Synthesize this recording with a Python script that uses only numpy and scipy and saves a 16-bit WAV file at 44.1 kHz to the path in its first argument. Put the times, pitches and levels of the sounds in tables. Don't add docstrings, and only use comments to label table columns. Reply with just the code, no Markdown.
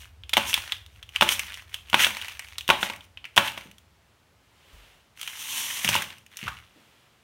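import sys
import numpy as np
from scipy import signal
from scipy.fft import rfft, irfft, next_fast_len
from scipy.io import wavfile
from scipy.ndimage import map_coordinates

SR = 44100
rng = np.random.default_rng(int(sys.argv[2]) if len(sys.argv) > 2 else 0)


def master_out(mix):
    frames = np.transpose(np.atleast_2d(mix))
    ceiling = np.clip(frames, -1, 1)
    pcm = np.round(ceiling * 32767).astype(np.int16)
    wavfile.write(sys.argv[1], SR, pcm)


N = 318843

# (frequency [Hz], relative level [dB per Hz])
CRACK_SPECTRUM = [(500, -29.5), (3000, 0), (4200, -5), (4850, -2.5), (5700, 3), (7600, -3.5), (9300, 0.5),
                  (10300, -8), (11400, -1.5), (12500, -8), (16000, -5)]
# (frequency [Hz], relative level [dB per Hz])
CRINKLE_SPECTRUM = [(25,-59.5), (500,-17.5), (1100,-5), (1600,-3.5), (2100,0.5), (2900,0), (3500,-4),
                    (4200,-8), (4900,-11), (7000,-21.5), (16000,-31.5)]


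def amp(db):
    return 10 ** (np.asarray(db) / 20)


def unit(x):
    return x / np.sqrt(np.mean(x ** 2) + 1e-20)


def pack(x):
    return x / np.sqrt(np.sum(x ** 2) / (SR / 50) + 1e-20)


def along(points, hz):
    point_hz, values = np.transpose(points)
    return np.interp(np.log(hz + 1), np.log(point_hz + 1), values)


def level(rows, axis=1):
    columns = np.transpose(rows)
    db = np.interp(np.arange(N) / SR, columns[0], columns[axis], left=-120, right=-120)
    return amp(db)


def colour(x, spectrum, size=4096):
    gain = amp(along(spectrum, np.fft.rfftfreq(size, 1 / SR)))
    cepstrum = irfft(np.log(gain))
    cepstrum[1:size // 2] *= 2
    cepstrum[size // 2 + 1:] = 0
    response = irfft(np.exp(rfft(cepstrum)))
    return signal.fftconvolve(x, response)[:len(x)]


def noise(spectrum):
    return unit(colour(rng.standard_normal(N + SR), spectrum)[SR:])


def burst(spectrum, t60, spike, size=4096):
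    flurry = rng.standard_normal(size) * amp(-60 * np.arange(size) / SR / t60)
    flurry /= np.linalg.norm(flurry)
    flurry[0] += spike
    return pack(colour(flurry, spectrum))


def grains(spectrum, per_second, spread_db):
    spread = np.clip(rng.standard_normal(N), -2, 1.5)
    sizes = amp(spread_db * spread) * rng.choice([-1, 1], N)
    clicking = rng.random(N) < per_second / SR
    return unit(colour(sizes / np.sqrt(per_second) * clicking, spectrum))


def wobble(rate):
    knots = np.arange(N) / SR * rate
    return map_coordinates(rng.standard_normal(int(knots[-1]) + 4), [knots])


def swell(s, rise_s, fall_s):
    t = np.arange(N) / SR - s
    return np.exp(-(t / np.where(t < 0, rise_s, fall_s)) ** 2)


def add(track, s, sound):
    part = track[max(round(s * SR), 0):][:len(sound)]
    part += sound[:len(part)]


def background():
    # (frequency [Hz], relative level [dB per Hz])
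    air_spectrum = [(25,-22), (55,-11), (113,-4.5), (140,-7.5), (300,-14), (980,-15.5), (1300,-17),
                    (3200,-20.5), (5000,-25.5), (16000,-35.5)]
    drone_spectrum = [(25, -30), (45, -12), (62, 4), (95, 2.5), (125, -12.5), (200, -41), (500, -68)]
    # (time [s], level [dB])
    rumble_fade = [(0,-52.5), (1.3,-56.5), (2.9,-59), (3.3,-65), (4.2,-70), (7.23,-81.5)]
    air = amp(-63.5) * noise(air_spectrum)
    rumble = amp(2.5) * level(rumble_fade) * noise(drone_spectrum)
    return air + rumble


def motion():
    # (landing time [s], crinkle level leaving the hand [dB], delay to the fastest skid [s],
    #  skid level [dB], crinkle level in the skid [dB], crinkle level while relaxing [dB],
    #  time from landing to rest [s])
    tosses = [(0.369, -52, 0.13, -33.5, -41, -33, .37), (1.210, -48, 0.11, -31.5, -26, -35.5, .38),
              (1.943, -43, .084, -27.5, -15, -32, .39), (2.701, -56, .140, -40, -39, -40, .22),
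              (3.377, -62, 0.093, -42.5, -31, -41.5, .28)]
    # (time [s], relative crinkle level [dB], half length [s])
    grips = [(0.01,-43,0.048), (0.956,-59,0.062), (1.16,-46.5,0.024), (1.738,-49,0.041), (2.49,-46.5,0.074),
             (3.041,-49.5,.015), (6.33,-55.5,0.018), (6.432,-43.5,0.077), (6.578,-54,0.11)]
    # (time [s], crinkle level [dB], skid level [dB])
    sweep = [(5.15, -77, -80.5), (5.164, -49, -67.5), (5.21, -41.5, -48), (5.342, -43.5, -44.5),
             (5.562, -37, -30.5), (5.774, -35, -34.5), (5.948, -23, -36), (6.204, -58, -69.5),
             (6.25, -84, -85.5)]
    throw_db_per_s = 151
    relax_db_per_s, rest_db_per_s = 27, 219
    skid_rise_s, skid_fall_s = 0.031, 0.03
    grip_slip_db = -12.5
    sweep_crinkle_db, sweep_skid_db = -2, -1

    flex, skid, gentle = np.zeros((3, N))
    for s, throw_db, delay_s, skid_db, crush_db, relax_db, rest_s in tosses:
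        t = np.arange(N) / SR - s
        throwing_db = throw_db + throw_db_per_s * t
        relaxing_db = relax_db - relax_db_per_s * t - rest_db_per_s * np.maximum(t - rest_s, 0)
        gentle += amp(np.where(t < 0, throwing_db, relaxing_db))
        slide = swell(s + delay_s, skid_rise_s, skid_fall_s)
        flex += amp(crush_db) * slide
        skid += amp(skid_db) * slide
    for s, db, half_s in grips:
        gentle += amp(db) * swell(s, half_s, half_s)
    flex += gentle + amp(sweep_crinkle_db) * level(sweep, axis=1)
    skid += amp(grip_slip_db) * gentle + amp(sweep_skid_db) * level(sweep, axis=2)
    return flex, skid


def foil(facet_hz):
    return [(hz, db + 12 * np.exp(-(np.log(hz / facet_hz) / .2) ** 2)) for hz, db in CRINKLE_SPECTRUM]


def crinkle(flex):
    per_second = 35 + 70 * (flex / amp(-40)) ** 1.1
    out = np.zeros(N)
    for facet_hz in (1420, 1860, 2800, 3530):
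        clumps = amp(3.5 * wobble(45))
        clicks = grains(foil(facet_hz), per_second, spread_db=0)
        out += amp(along(CRINKLE_SPECTRUM, facet_hz)) * clumps * clicks
    fizz = unit(amp(4 * wobble(60)) * grains(CRACK_SPECTRUM, 10 * per_second, spread_db=5))
    return flex * (unit(out) + amp(-12.5) * fizz)


def creases():
    creases_per_s, crack_db = 28, -9.5
    times = np.cumsum(rng.uniform(.2, 1.8, 1000)) / creases_per_s
    sizes = amp(3 * np.clip(rng.standard_normal(len(times)), -2, 1.5))
    out = np.zeros(N)
    for s, size in zip(times[times < N / SR], sizes):
        tick = burst(CRINKLE_SPECTRUM, t60=0.014, spike=.4, size=1024)
        crack = burst(CRACK_SPECTRUM, t60=0.015, spike=.4, size=1024)
        add(out, s, size * (tick + amp(crack_db) * crack))
    return unit(out)


def wrappers():
    # (frequency [Hz], relative level [dB per Hz])
    skid_spectrum = [(25,-40.5), (100,-3.5), (140,-15.5), (200,-6), (450,-14.5), (700,-15), (1000,4),
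                     (1400,-11.5), (3100,10), (4800,-5), (6000,6.5), (7700,-1.5), (9300,3.5), (10300,-3),
                     (11400,1), (16000,-5.5)]
    flex, skid = motion()
    catching = amp(1.1 * wobble(50))
    ridges_per_s = 1500 + 5000 * skid / amp(-35.0)
    hiss = amp(1.0) * skid * catching * grains(skid_spectrum, ridges_per_s, spread_db=2.5)
    ticks = amp(-6.5) * np.minimum(flex, amp(-35.5)) * creases()
    return amp(-4) * crinkle(flex) + ticks + hiss


def snaps():
    # (time [s], snap level [dB], pitch [Hz], crack level [dB])
    snap_times = [(0.236,-28.5,3260,-61), (0.294,-21,3400,-36), (0.336,-4.5,3400,-25.5),
                  (0.53,-9,2870,-35.5), (0.5414,-2,3330,-19.5), (0.7216,-8.5,3420,-33),
                  (0.863,-35.5,3700,-51.5), (1.028,-26,3340,-46.5), (1.091,-30,2870,-50),
                  (1.161,-6.5,2750,-33.5), (1.290,-3,3110,-22), (1.394,-9,2520,-24.5),
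                  (1.542,-22.5,3200,-38.5), (1.598,-30.5,2550,-59), (1.7428,-13.5,3150,-32.5),
                  (1.899,-24.5,2980,-40), (2.036,-6,2950,-29), (2.046,-1,3170,-22), (2.215,-20,3040,-40),
                  (2.283,-19.5,2590,-38.5), (2.394,-16,2340,-34), (2.5826,-14.5,3700,-30),
                  (2.609,-21.5,3050,-42), (2.6789,-14.5,3300,-32), (2.935,-22,2300,-48),
                  (2.961,-31,2510,-44.5), (3.008,-30.5,3190,-57), (3.1733,-23,2960,-65),
                  (3.243,-21,2800,-63), (3.253,-21,2390,-47), (3.363,-22,3050,-30), (3.481,-12.5,2900,-43),
                  (3.714,-37.5,2870,-51), (3.783,-40.5,3250,-51), (5.195,-31,3200,-46.5),
                  (5.214,-19.5,3280,-33.5), (5.23,-18.5,3180,-36), (5.276,-14,3200,-35.5),
                  (5.332,-20.5,1920,-52), (5.704,-17,1970,-47), (5.878,-8,2800,-40), (5.93,-10.5,2200,-31),
                  (5.943,-8,2770,-29), (5.963,-6,2700,-34), (6.021,-18,1610,-30), (6.183,-39,2750,-51),
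                  (6.264,-37,2700,-51), (6.371,-37,3230,-33), (6.390,-26,2780,-46), (6.414,-24.5,2580,-53),
                  (6.429,-22.5,2750,-50)]
    out, t = np.zeros(N), np.arange(SR // 20) / SR
    for s, db, hz, crack_db in snap_times:
        fade_in = 1 - np.exp(-t / .0004)
        facet = np.sin(2 * np.pi * hz * t) * amp(-60 * t / .005) * fade_in
        shake = burst(foil(hz), t60=.035, spike=.2, size=len(t))
        add(out, s, amp(db - 22.5) * (pack(facet) + shake))
        add(out, s, amp(crack_db - 7.0) * burst(CRACK_SPECTRUM, t60=.022, spike=0.27))
    return out


def blows():
    # (time [s], slap level [dB], wood level [dB], crack level [dB])
    strikes = [(0.333,-8,-35,-29), (0.369,2.5,-18.5,-21), (0.378,-4.5,-19,-27), (0.577,-14,-37.5,-33),
               (1.210,1.5,-20,-23), (1.222,0,-15,-29), (1.227,-7.5,-23,-24), (1.93,-7.5,-22.5,-34.5),
               (1.943,2.5,-15,-25), (2.067,-9,-27,-28), (2.169,-15.5,-42.5,-37.5), (2.690,-5,-17.5,-27),
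               (2.701,4,-19,-23), (2.706,-7,-15,-33), (2.829,-6,-22.5,-32), (2.899,-14.5,-30.5,-39),
               (3.368,-7.5,-27,-24.5), (3.377,6,-11,-20.5), (3.381,-7.5,-23.5,-26.5),
               (3.576,-18.5,-36.5,-40), (5.846,-6.5,-32.5,-21.5), (5.889,-5,-27,-18), (5.953,-19,-19,-23),
               (6.482,-19.5,-56,-39)]
    # (frequency [Hz], relative level [dB], time to fall 60 dB [s])
    board_modes = [(107,-21,0.2), (168,-23.5,0.073), (218,-14.5,0.12), (355.2,-13,0.074), (565.5,-12,0.13),
                   (867,-2.5,0.065), (983,-9.5,0.032), (1109,-6,0.066), (1455,-5.5,0.055)]
    # (frequency [Hz], relative level [dB per Hz])
    knock_spectrum = [(25,-42.5), (60,-23), (200,-10), (480,-20), (570,-3.5), (740,-5), (830,-4), (960,1),
                      (1150,-4.5), (1600,-5), (2500,-26), (6000,-58.5)]
    slap_spectrum = [(25,-40), (600,-14), (900,-6), (1400,-7), (2000,-1), (2700,3), (3400,1), (4100,-10.5),
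                     (4900,-18), (8000,-32.5), (16000,-49.5)]
    out, t = np.zeros(N), np.arange(SR // 2) / SR
    hz, db, t60 = np.transpose(board_modes)[:, :, None]
    for s, slap_db, wood_db, crack_db in strikes:
        strength = amp(db + rng.normal(0, 2, hz.shape)) * rng.choice([-1, 1], hz.shape)
        ring = np.sum(strength * np.sin(2 * np.pi * hz * t) * amp(-60 * t / t60), axis=0)
        hardness_db = .5 * max(wood_db + 19, 0)
        knock = [(f, gain_db + hardness_db * (f > 780)) for f, gain_db in knock_spectrum]
        add(out, s, amp(wood_db - 10.5) * pack(ring))
        add(out, s, amp(wood_db - 6.5) * burst(knock, t60=0.011, spike=0.67))
        add(out, s, amp(slap_db - 19.5) * burst(slap_spectrum, t60=.024, spike=.5))
        add(out, s, amp(crack_db - 7.5) * burst(CRACK_SPECTRUM, t60=0.05, spike=.2))
    return out


def bumps():
    # (time [s], level [dB], pitch [Hz], time to fall 60 dB [s])
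    thuds = [(3.655,-50.5,166,0.14), (4.73,-46.5,42.4,0.19), (5.845,-33,100,0.46), (5.89,-44,110,0.39),
             (5.949,-47,104,0.33), (6.426,-42,130,0.13), (6.455,-42,65,0.14), (6.468,-41.5,1140,0.063),
             (6.479,-30.5,1220,0.045), (6.76,-56,199,0.25)]
    out, t = np.zeros(N), np.arange(SR // 2) / SR
    for s, db, hz, t60 in thuds:
        dull = [(hz / 3, -28), (hz, 0), (hz * 2, -10), (hz * 12, -45)]
        fading = rng.standard_normal(len(t)) * amp(-60 * t / t60)
        add(out, s, amp(db) * pack(colour(fading, dull)))
    return out


def sleeves():
    # (time [s], level [dB], rise [s], fall [s])
    arm_moves = [(4.82,-56.5,0.26,0.19), (6.79,-61,0.085,0.41)]
    # (frequency [Hz], relative level [dB per Hz])
    cloth_spectrum = [(100,-28), (400,-5), (1000,-4), (1600,-4.5), (3100,-1), (4600,-11.5), (16000,-21)]
    moving = sum(amp(db) * swell(s, rise_s, fall_s) for s, db, rise_s, fall_s in arm_moves)
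    return moving * noise(cloth_spectrum)


def room(x, parts=14):
    # (frequency [Hz], time to fall 60 dB [s])
    echo_times = [(100,0.79), (300,0.43), (900,0.4), (2500,0.32), (6000,0.32), (15000,0.36)]
    out = np.zeros(N)
    for part in np.array_split(np.arange(N), parts):
        hz, t, z = signal.stft(rng.standard_normal(SR // 2), SR, nperseg=256)
        fade = amp(-60 * t / along(echo_times, hz)[:, None])
        tail = signal.istft(z * fade, SR, nperseg=256)[1]
        echo = signal.fftconvolve(x[part], tail / np.linalg.norm(tail))
        add(out, part[0] / SR + .003, echo)
    return out


def scene(walls=3):
    blows_wet_db, snaps_wet_db, rustle_wet_db = -8, -9, -8
    rustle = wrappers()
    direct = rustle + snaps() + blows() + bumps() + sleeves()
    echoes = np.zeros(N)
    for _ in range(walls):
        hits = amp(blows_wet_db) * (blows() + bumps())
        echoes += room(hits + amp(snaps_wet_db) * snaps())
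    wet = echoes / np.sqrt(walls) + amp(rustle_wet_db) * room(rustle)
    return (direct + wet + background())[None]


def record(dry):
    top_hz = 15900
    limited = dry / (1 + np.abs(dry) ** 6) ** (1 / 6)
    bass_cut = signal.butter(2, 32, "high", fs=SR, output="sos")
    thinned = signal.sosfilt(bass_cut, limited)
    size = next_fast_len(N + SR // 2)
    low_pass = 1 / (1 + (np.fft.rfftfreq(size, 1 / SR) / top_hz) ** 200)
    return irfft(rfft(thinned, size) * low_pass, size)[..., :N]


dry = scene()
out = record(dry)
master_out(out)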